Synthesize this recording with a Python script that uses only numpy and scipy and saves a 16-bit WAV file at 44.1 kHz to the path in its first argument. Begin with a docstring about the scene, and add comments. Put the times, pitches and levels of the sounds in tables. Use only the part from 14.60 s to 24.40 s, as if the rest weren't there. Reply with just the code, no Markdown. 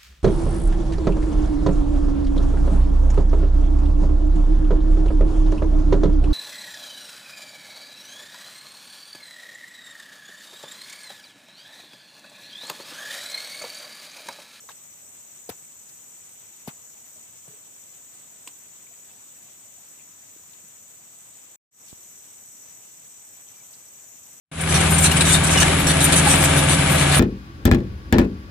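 """Forest insects and a fruit eater

A dense forest filled with three crowds of insects, each made of random clicks ringing its own resonances,
over a soft leafy hush of filtered noise. Close to the microphones someone eats fruit: lips smack, the tongue
clucks and something thin snaps (short sagging tones), amid short crackles and rustles (clumped noise bursts).
Once the sound is cut, stays silent and fades back in; then a finger bumps the right microphone (an air pulse).
"""
import sys
import numpy as np
from scipy import signal
from scipy.io import wavfile

SR = 44100
rng = np.random.default_rng(int(sys.argv[2]) if len(sys.argv) > 2 else 0)


def store_pcm(level_fs):
    """Save levels as 16-bit WAV."""
    pcm = np.round(np.clip(level_fs, -1, 1) * 32767).astype(np.int16)
    wavfile.write(sys.argv[1], SR, np.atleast_2d(pcm).T)


N = 432180

# Spectrum of the leafy hush. Each row: frequency in Hz, relative level per Hz in dB.
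HUSH_SPECTRUM = [(40, -14.5), (90, 3.5), (150, 1.5), (400, -3), (800, -2), (1500, -4.5), (2200, -4.5),
                 (3000, -4.5), (3600, -5.5), (4800, -11), (6500, -13), (8000, -30), (9800, -31),
                 (15000, -13.5)]
# Likeness of the hush at the two microphones. Each row: frequency in Hz, correlation (clipped to -1..1).
HUSH_LIKENESS = [(60, 0.76), (150, 0.72), (380, 0.84), (950, 0.16), (2380, 0.043), (5980, -0.3),
                 (15000, -1.4)]

# Resonances of the three insect crowds.
# Each row: centre in Hz, width of each of two passes in Hz, relative level in dB, left over right in dB.
TRILLER_MODES = [(5620, 700, -3, 0.5), (5995, 200, 0.5, 5.5), (6185, 200, 0.5, -1),
                 (11440, 1400, -3.5, 2.5), (12070, 330, -2.5, 2), (12420, 350, -2, 4.5)]
HISSER_MODES = [(6720, 520, -6, 6), (7075, 470, -1, 6.9), (7440, 320, -8.5, 4), (13350, 600, -19.5, 5),
                (14100, 460, -12, 7.9), (14300, 400, -14, 8), (15400, 2300, -9.5, 12)]
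BUZZER_MODES = [(7720, 320, -4.5, 1), (7924, 214, -2, -1.5), (8132, 226, -3.5, -5), (8420, 200, -16, -2),
                (8680, 300, -21, -0.5)]
# The nearest singers. Each row: bursts per second, left over right in dB (halved, as it scales power).
NEAR_TRILLERS = [(13.5, 9), (13.08, -9)]
NEAR_BUZZERS = [(47.85, 0)]
# Strokes within one burst. Each row: start in turns, level in dB (halved, as it scales power).
TRILL_STROKES = [(0, 0), (.31, -1.5)]
BUZZ_STROKES = [(0, 0)]
# Slow level of the chorus. Each row: time in seconds, offset of trillers, hissers and buzzers in dB.
CHORUS_LEVELS = [(0, 0, 0, 0.5), (1.2, .5, 0, 0.1), (2.8, -0.2, .3, 0), (3.7, -1, 0, -.3),
                 (4.1, -0.5, 0, .5), (4.6, -0.7, -0.5, -.5), (5.6, 0, 0, -1), (6.2, -1, 0, -1),
                 (6.9, -1.5, -0.7, -0.5), (7.5, 2, 0, 0), (8.6, 1, -1, 1.5), (9.8, 2.3, -0.3, -1.5)]

# Small pops and pips close by. 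Each row: start in seconds, peak in dB before roughness, pitch at the start
# in Hz, swell in seconds.
POPS = [(.0370, -54, 477, .0027), (.9120, -48, 500, .003), (.9230, -52, 930, 0.0028),
        (2.555, -57, 625, .0094), (2.890, -57, 430, 0.012), (2.905, -55, 150, .008),
        (2.930, -55, 430, .009), (3.8690, -47, 468, .0015), (4.2660, -55, 2450, .004),
        (4.3100, -56, 700, .004), (4.2670, -59, 2250, .003), (4.3350, -59, 1900, .003),
        (4.3350, -61, 2300, .003), (4.5050, -60, 2650, .005), (5.1800, -56, 720, .004),
        (5.4110, -56, 2450, .002), (5.4110, -57, 3300, .002), (5.7620, -49, 334, 0.0018),
        (6.0370, -52.5, 189, .005), (8.7500, -63, 2350, .005), (8.9380, -62, 2380, .006),
        (8.9700, -62, 2380, .005), (9.0020, -57, 2320, .005)]
# Short crackles and rustles: clumped bursts of filtered noise.
# Each row: start in seconds, level in dB, centre in Hz, nominal width in Hz, swell in seconds.
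CRACKLES = [(.0980, -52, 1900, 2500, .011), (1.2840, -50, 6000, 9000, .006),
            (3.8660, -54, 1200, 2000, .004), (3.8770, -48, 3000, 2500, .004),
            (4.2650, -60, 2300, 700, 0.005), (5.3850, -58, 2470, 400, .012),
            (5.9320, -54, 3180, 1500, 0.0043), (7.255, -57, 5000, 8000, 0.02),
            (7.280, -54.5, 3600, 2500, 0.016), (7.290, -55, 8000, 8000, 0.015),
            (7.2855, -46, 7000, 9000, .0005), (8.2000, -60, 8000, 6000, 0.02),
            (8.2350, -59, 8000, 6000, 0.018), (8.2200, -63, 2800, 600, 0.015),
            (8.8500, -63, 2900, 900, 0.04), (9.1000, -62, 7000, 6000, 0.02),
            (9.1300, -55.5, 4400, 2400, 0.011), (9.1600, -60, 7000, 6000, .02)]
# Wet spray thrown by smacks and clicks.
# Each row: start in seconds, level at the top band in dB, brightness in dB per octave.
SPRAYS = [(0.0883, -48.5, -2.5), (.8910, -34.5, -0.5), (2.0744, -36.5, -1), (2.8780, -66, -4.5),
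          (3.8734, -43, 0.5)]
# Bands of every spray. Each row: centre in Hz, nominal width in Hz, relative level in dB, swell in seconds,
# left over right in dB.
SPRAY_BANDS = [(12600, 7900, -2, 0.0045, 4.5), (4150, 1400, -7.5, 0.0038, 3.5),
               (1880, 2000, -13, 0.0093, 2.5), (600, 890, -12.5, 0.01, -1.5)]
# The tongue's cluck and the thin snap. Each: start in seconds, level in dB, left over right in dB.
CLUCK = (0.0893, -34, 4.2)
SNAP = (3.8742, -25, -1)
# What they ring with. Each row: delay in seconds, pitch in Hz, relative level in dB, swell in seconds.
CLUCK_RINGS = [(0, 1110, -1.5, .0008), (0, 1910, -4, .0006), (.0003, 3700, -11, .0007),
               (.003, 1150, -6.5, 0.0016), (.004, 1610, -9, 0.0019), (.0052, 3800, -11, .0015),
               (.012, 910, -14, .003)]
SNAP_RINGS = [(0, 7270, -1, .0003), (.0001, 8360, -5, 0.0004), (0, 1030, -15, 0.0015),
              (.0022, 2760, -3.5, .0003), (.003, 7400, -12, .001), (.0035, 3850, -20, .001),
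              (.0005, 303, -23.5, 0.0022)]
# Lip smacks. Each row: start in seconds, lips level in dB, lips pitch in Hz, lips swell in cycles, lips sag
# per second, second hollow's pitch in Hz, its level in dB, opening time in seconds, cavity level in dB,
# cavity pitch in Hz, jaw level in dB, jaw pitch in Hz, left over right in dB (halved for cavity and jaw).
SMACKS = [(0.891, -24.5, 490, 0.85, 30, 800, -35, 0.0125, -31.5, 310, -36.5, 105, 4),
          (2.0748, -31, 840, 1.2, 20, 440, -29.5, 0.0120, -26.5, 215, -42, 175, 5),
          (2.8790, -42, 650, 0.6, 30, 420, -49, 0.0015, -55, 270, -43, 155, 4)]

# The hush and the insects
TRILL_DB, HISS_DB, BUZZ_DB, HUSH_DB = -64, -55.5, -54.5, -56.5  # base levels
LEFT_LATE = 14  # samples by which the hush reaches the left port later
RATE_WAVER = .002  # typical share by which a near singer's tempo wavers
TRILL_SHARP, BUZZ_SHARP = 16, 7  # swell times per turn: higher means shorter strokes
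TRILL_DEPTH, BUZZ_DEPTH = .45, .33  # share of the crowd's power that is near
SHIMMER_DB, SHIMMER_HZ = 0.8, 4  # each resonance wavers on its own as single singers stand out
GAP_LOW_HZ, GAP_HIGH_HZ = 8850, 10750  # band-stop edges for insects and hush

# The mouth close by
SECOND_LATE_S = 0.002  # the second hollow joins the lips
CAVITY_SWELL_S, CAVITY_SAG_PER_S = 0.0019, 30
CAVITY_AT = 0.416  # share of the opening time at which the cavity answers
JAW_SWELL_S, JAW_SAG_PER_S = 0.0033, 8  # thuds at the end of the opening
RING_SAG_PER_S = 3.2
POP_SAG = 0.006  # pitch divides by 1 plus this over one swell time
POP_ROUGH_DB, POP_ROUGH_S = 2.5, .003  # wet walls make a pop's level stumble
GRAIN = 0.5  # unevenness of the tiny clicks in a crackle
LUMP_DB, LUMP_S = 3, 0.00398  # a crackle comes in clumps
WIDER = 1.55  # widens both passes so that together they keep the nominal width with steeper flanks

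# The microphones
BUMP_S, BUMP_DB, BUMP_RISE_S, BUMP_FALL_S = 7.3288, -22, 0.0004, 0.0014
BUMP_LEFT_DB = -20  # left relative to right
CUT_S, RETURN_S, FULL_S = 6.9592, 7.110, 7.25  # sound stops, starts back, reaches full level
PORT_HZ, CUTOFF_HZ = 90, 15480


def from_db(db):
    """Convert decibels to gain."""
    return 10 ** (np.asarray(db) / 20)


def rms_one(x):
    """Scale to unit power."""
    return x / np.sqrt(np.mean(x ** 2) + 1e-20)


def at_hz(points, hz):
    """Read a spectrum on a log-frequency axis."""
    points = np.array(points)
    return np.interp(np.log(hz), np.log(points[:, 0]), points[:, 1])


def sides(pan_db):
    """Give the left and right gains for a source off to one side."""
    return from_db([[pan_db / 2], [-pan_db / 2]])


def drift(rate_hz):
    """Wander slowly at random with spread 1: noise smoothed by two equal poles, one value per 40 samples."""
    r = np.exp(-80 * np.pi * rate_hz / SR)
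    noise = rng.standard_normal(N // 40 + 4002)
    slow = signal.lfilter([1], [1, -2 * r, r * r], noise)[4000:]  # drop the settling
    return np.interp(np.arange(N) / 40, np.arange(len(slow)), rms_one(slow))


def resonate(x, hz, width):
    """Ring one two-pole resonance, gain 1 on top."""
    r = np.exp(-np.pi * width / SR)
    poles = [1, -2 * r * np.cos(2 * np.pi * hz / SR), r * r]
    return signal.lfilter([(1 - r * r) / 2, 0, (r * r - 1) / 2], poles, x)


def resonate_twice(x, hz, width):
    """Pass one resonance twice for steep flanks."""
    return resonate(resonate(x, hz, width), hz, width)


def swell(t, db, swell_s):
    """Rise to a peak in swell_s, then die away more slowly."""
    return from_db(db) * t / swell_s * np.exp(1 - t / swell_s)


def add(out, s, sound):
    """Mix a short sound in at time s."""
    i = round(s * SR)
    out[:, i:i + sound.shape[1]] += sound


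def hush(patchy_db):
    """Leaves and distance: half-octave noise bands, most alike at both microphones in the low bands."""
    out = 0
    together = drift(10.0)
    edges = 30 * 2 ** np.arange(0, 9.6, .5)
    white = rng.standard_normal((2, 2, N))
    for k, (low, high) in enumerate(zip(edges, edges[1:])):
        band = signal.butter(2, [low, high], "band", fs=SR, output="sos")
        mid, side = signal.sosfilt(band, white[k % 2])  # neighbouring bands use separate noises
        hz = np.sqrt(low * high)
        alike = np.clip(at_hz(HUSH_LIKENESS, hz), -1, 1)
        patches_db = patchy_db * (0.45 * together + drift(14.5))
        gain = from_db(at_hz(HUSH_SPECTRUM, hz) + patches_db)
        shared = np.sqrt(1 + alike) * mid
        opposed = np.sqrt(1 - alike) * side * [[1], [-1]]
        out = out + gain * (shared + opposed)
    out[0] = np.roll(out[0], LEFT_LATE)
    return rms_one(out)


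def throb(singers, strokes, sharp, depth):
    """Power of a crowd: near singers burst at their own wavering rates over the even blur of the far ones."""
    bursts = 0
    for hz, pan_db in singers:
        turns = np.cumsum(hz * (1 + RATE_WAVER * drift(0.45))) / SR + rng.random()
        near = from_db(2.7 * drift(0.42)) * sides(pan_db)
        for start, db in strokes:
            bursts = bursts + near * swell((turns - start) % 1, db, 1 / sharp)
    depth = np.clip(depth, 0, 1)
    return 1 - depth + depth * bursts / bursts.mean(axis=1, keepdims=True)


def crowd(modes, power, clicks_per_s, flicker_db):
    """Random clicks, other ones at each microphone, excite the resonances of one kind of singer."""
    struck = rng.random((2, N)) < clicks_per_s / SR
    clicks = struck * rng.standard_normal((2, N)) + 1e-18
    clicks = rms_one(clicks) * np.sqrt(power) * from_db(flicker_db * drift(3))
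    out = 0
    for k, (hz, width, db, pan_db) in enumerate(modes):
        ringing = resonate_twice(clicks, hz, width) * np.sqrt(SR / width)
        gain = from_db(db + SHIMMER_DB * drift(SHIMMER_HZ)) * sides(pan_db)
        out = out + (-1) ** k * gain * ringing  # alternate sign from mode to mode
    return out


def insects():
    """Trillers and buzzers throb, hissers do not; each crowd's level drifts over the scene."""
    s, *levels = np.transpose(CHORUS_LEVELS)
    trill_db, hiss_db, buzz_db = (np.interp(np.arange(N) / SR, s, db) for db in levels)
    trill_power = throb(NEAR_TRILLERS, TRILL_STROKES, TRILL_SHARP, TRILL_DEPTH)
    buzz_power = throb(NEAR_BUZZERS, BUZZ_STROKES, BUZZ_SHARP, BUZZ_DEPTH)
    trillers = crowd(TRILLER_MODES, trill_power, clicks_per_s=30000, flicker_db=0.5)
    hissers = crowd(HISSER_MODES, 0.98, clicks_per_s=30000, flicker_db=0.5)
    buzzers = crowd(BUZZER_MODES, buzz_power, clicks_per_s=30000, flicker_db=0.5)
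    chorus = from_db(TRILL_DB + trill_db) * trillers
    chorus = chorus + from_db(HISS_DB + hiss_db) * hissers
    return chorus + from_db(BUZZ_DB + buzz_db) * buzzers


def bump():
    """A sudden push of air on the right port, far weaker on the left, that leaks away."""
    t = np.maximum(np.arange(N) / SR - BUMP_S, 0)
    gains = from_db([[BUMP_DB + BUMP_LEFT_DB], [BUMP_DB]])
    return gains * (1 - np.exp(-t / BUMP_RISE_S)) * np.exp(-t / BUMP_FALL_S)


def pop(db, hz, swell_s, sag_per_s, pan_db):
    """Starts with a suction, sags in pitch as the cavity opens and stumbles more as it dies."""
    t = np.arange(SR // 2) / SR
    turns = np.cumsum(hz / (1 + sag_per_s * t)) / SR
    stumble = np.interp(t / POP_ROUGH_S, np.arange(1000), rng.standard_normal(1000))
    stumble = stumble * np.minimum(t / swell_s / 2, 1)
    level = swell(t, db + POP_ROUGH_DB * stumble, swell_s)
    return -sides(pan_db) * level * np.sin(2 * np.pi * turns)


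def crackle(db, hz, width, swell_s, pan_db):
    """Tiny uneven clicks ring a wide band, in clumps."""
    t = np.arange(SR // 2) / SR
    lumps = LUMP_DB * np.interp(t / LUMP_S, np.arange(1000), rng.standard_normal(1000))
    clicks = rng.standard_normal((2, len(t))) * rng.exponential(1, len(t)) ** GRAIN
    grains = rms_one(resonate_twice(clicks, hz, WIDER * width))
    return sides(pan_db) * swell(t, db + lumps, swell_s) * grains


def small_noises(out):
    """Single pops ring one sagging tone each; crackles and rustles are clumped bursts of filtered noise."""
    for s, db, hz, swell_s in POPS:
        add(out, s, pop(db, hz, swell_s, POP_SAG / swell_s, 0.87))
    for s, db, hz, width, swell_s in CRACKLES:
        add(out, s, crackle(db, hz, width, swell_s, 0))


def wet_spray(out):
    """Spray crackles in several bands at once, tilted in brightness from one throw to the next."""
    top_hz = SPRAY_BANDS[0][0]
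    for s, spray_db, bright_db in SPRAYS:
        for hz, width, db, swell_s, pan_db in SPRAY_BANDS:
            tilt_db = bright_db * np.log2(hz / top_hz)
            add(out, s, crackle(spray_db + db + tilt_db, hz, width, swell_s, pan_db))


def cluck_and_snap(out):
    """The tongue's dull cluck and the thin snap each ring in a few short steps."""
    for (s, db, pan_db), rings in ((CLUCK, CLUCK_RINGS), (SNAP, SNAP_RINGS)):
        for delay_s, hz, mode_db, swell_s in rings:
            add(out, s + delay_s, pop(db + mode_db, hz, swell_s, RING_SAG_PER_S, pan_db))


def lip_smacks(out):
    """A smack layers lips, second hollow, cavity and jaw tones at short delays; the jaw follows the cavity."""
    for (s, db, hz, cycles, sag_per_s, second_hz, second_db, opening_s,
         cavity_db, cavity_hz, jaw_db, jaw_hz, pan_db) in SMACKS:
        lips_swell_s = cycles / hz
        lips = pop(db, hz, lips_swell_s, sag_per_s, pan_db)
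        second = pop(second_db, second_hz, lips_swell_s, sag_per_s, pan_db)
        cavity = pop(cavity_db, cavity_hz, CAVITY_SWELL_S, CAVITY_SAG_PER_S, pan_db / 2)
        jaw = pop(jaw_db, jaw_hz, JAW_SWELL_S, JAW_SAG_PER_S, pan_db / 2)
        add(out, s, lips)
        add(out, s + SECOND_LATE_S, second)
        add(out, s + CAVITY_AT * opening_s, cavity)
        add(out, s + opening_s, jaw)


def close_by():
    """Everything near the microphones: small noises, spray, cluck, snap and smacks."""
    out = np.zeros((2, N))
    small_noises(out)
    wet_spray(out)
    cluck_and_snap(out)
    lip_smacks(out)
    return out


def scene():
    """The forest passed through a band-stop filter, then the near sounds and the bump on top."""
    forest = from_db(HUSH_DB) * hush(patchy_db=1.1) + insects()
    gap = signal.butter(2, [GAP_LOW_HZ, GAP_HIGH_HZ], "bandstop", fs=SR, output="sos")
    return signal.sosfilt(gap, forest) + close_by() + bump()


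def record(dry):
    """The ports lose the deep bass; a cut, silence and a straight fade back; the extreme treble is cut."""
    t = np.arange(N) / SR
    fade = np.where(t < CUT_S, 1, np.clip((t - RETURN_S) / (FULL_S - RETURN_S), 0, 1))
    ports = signal.butter(2, PORT_HZ, "high", fs=SR, output="sos")
    heard = fade * signal.sosfilt(ports, dry)
    top_cut = signal.ellip(12, .5, 70, CUTOFF_HZ, fs=SR, output="sos")
    return signal.sosfilt(top_cut, heard)


dry = scene()
out = record(dry)
store_pcm(out)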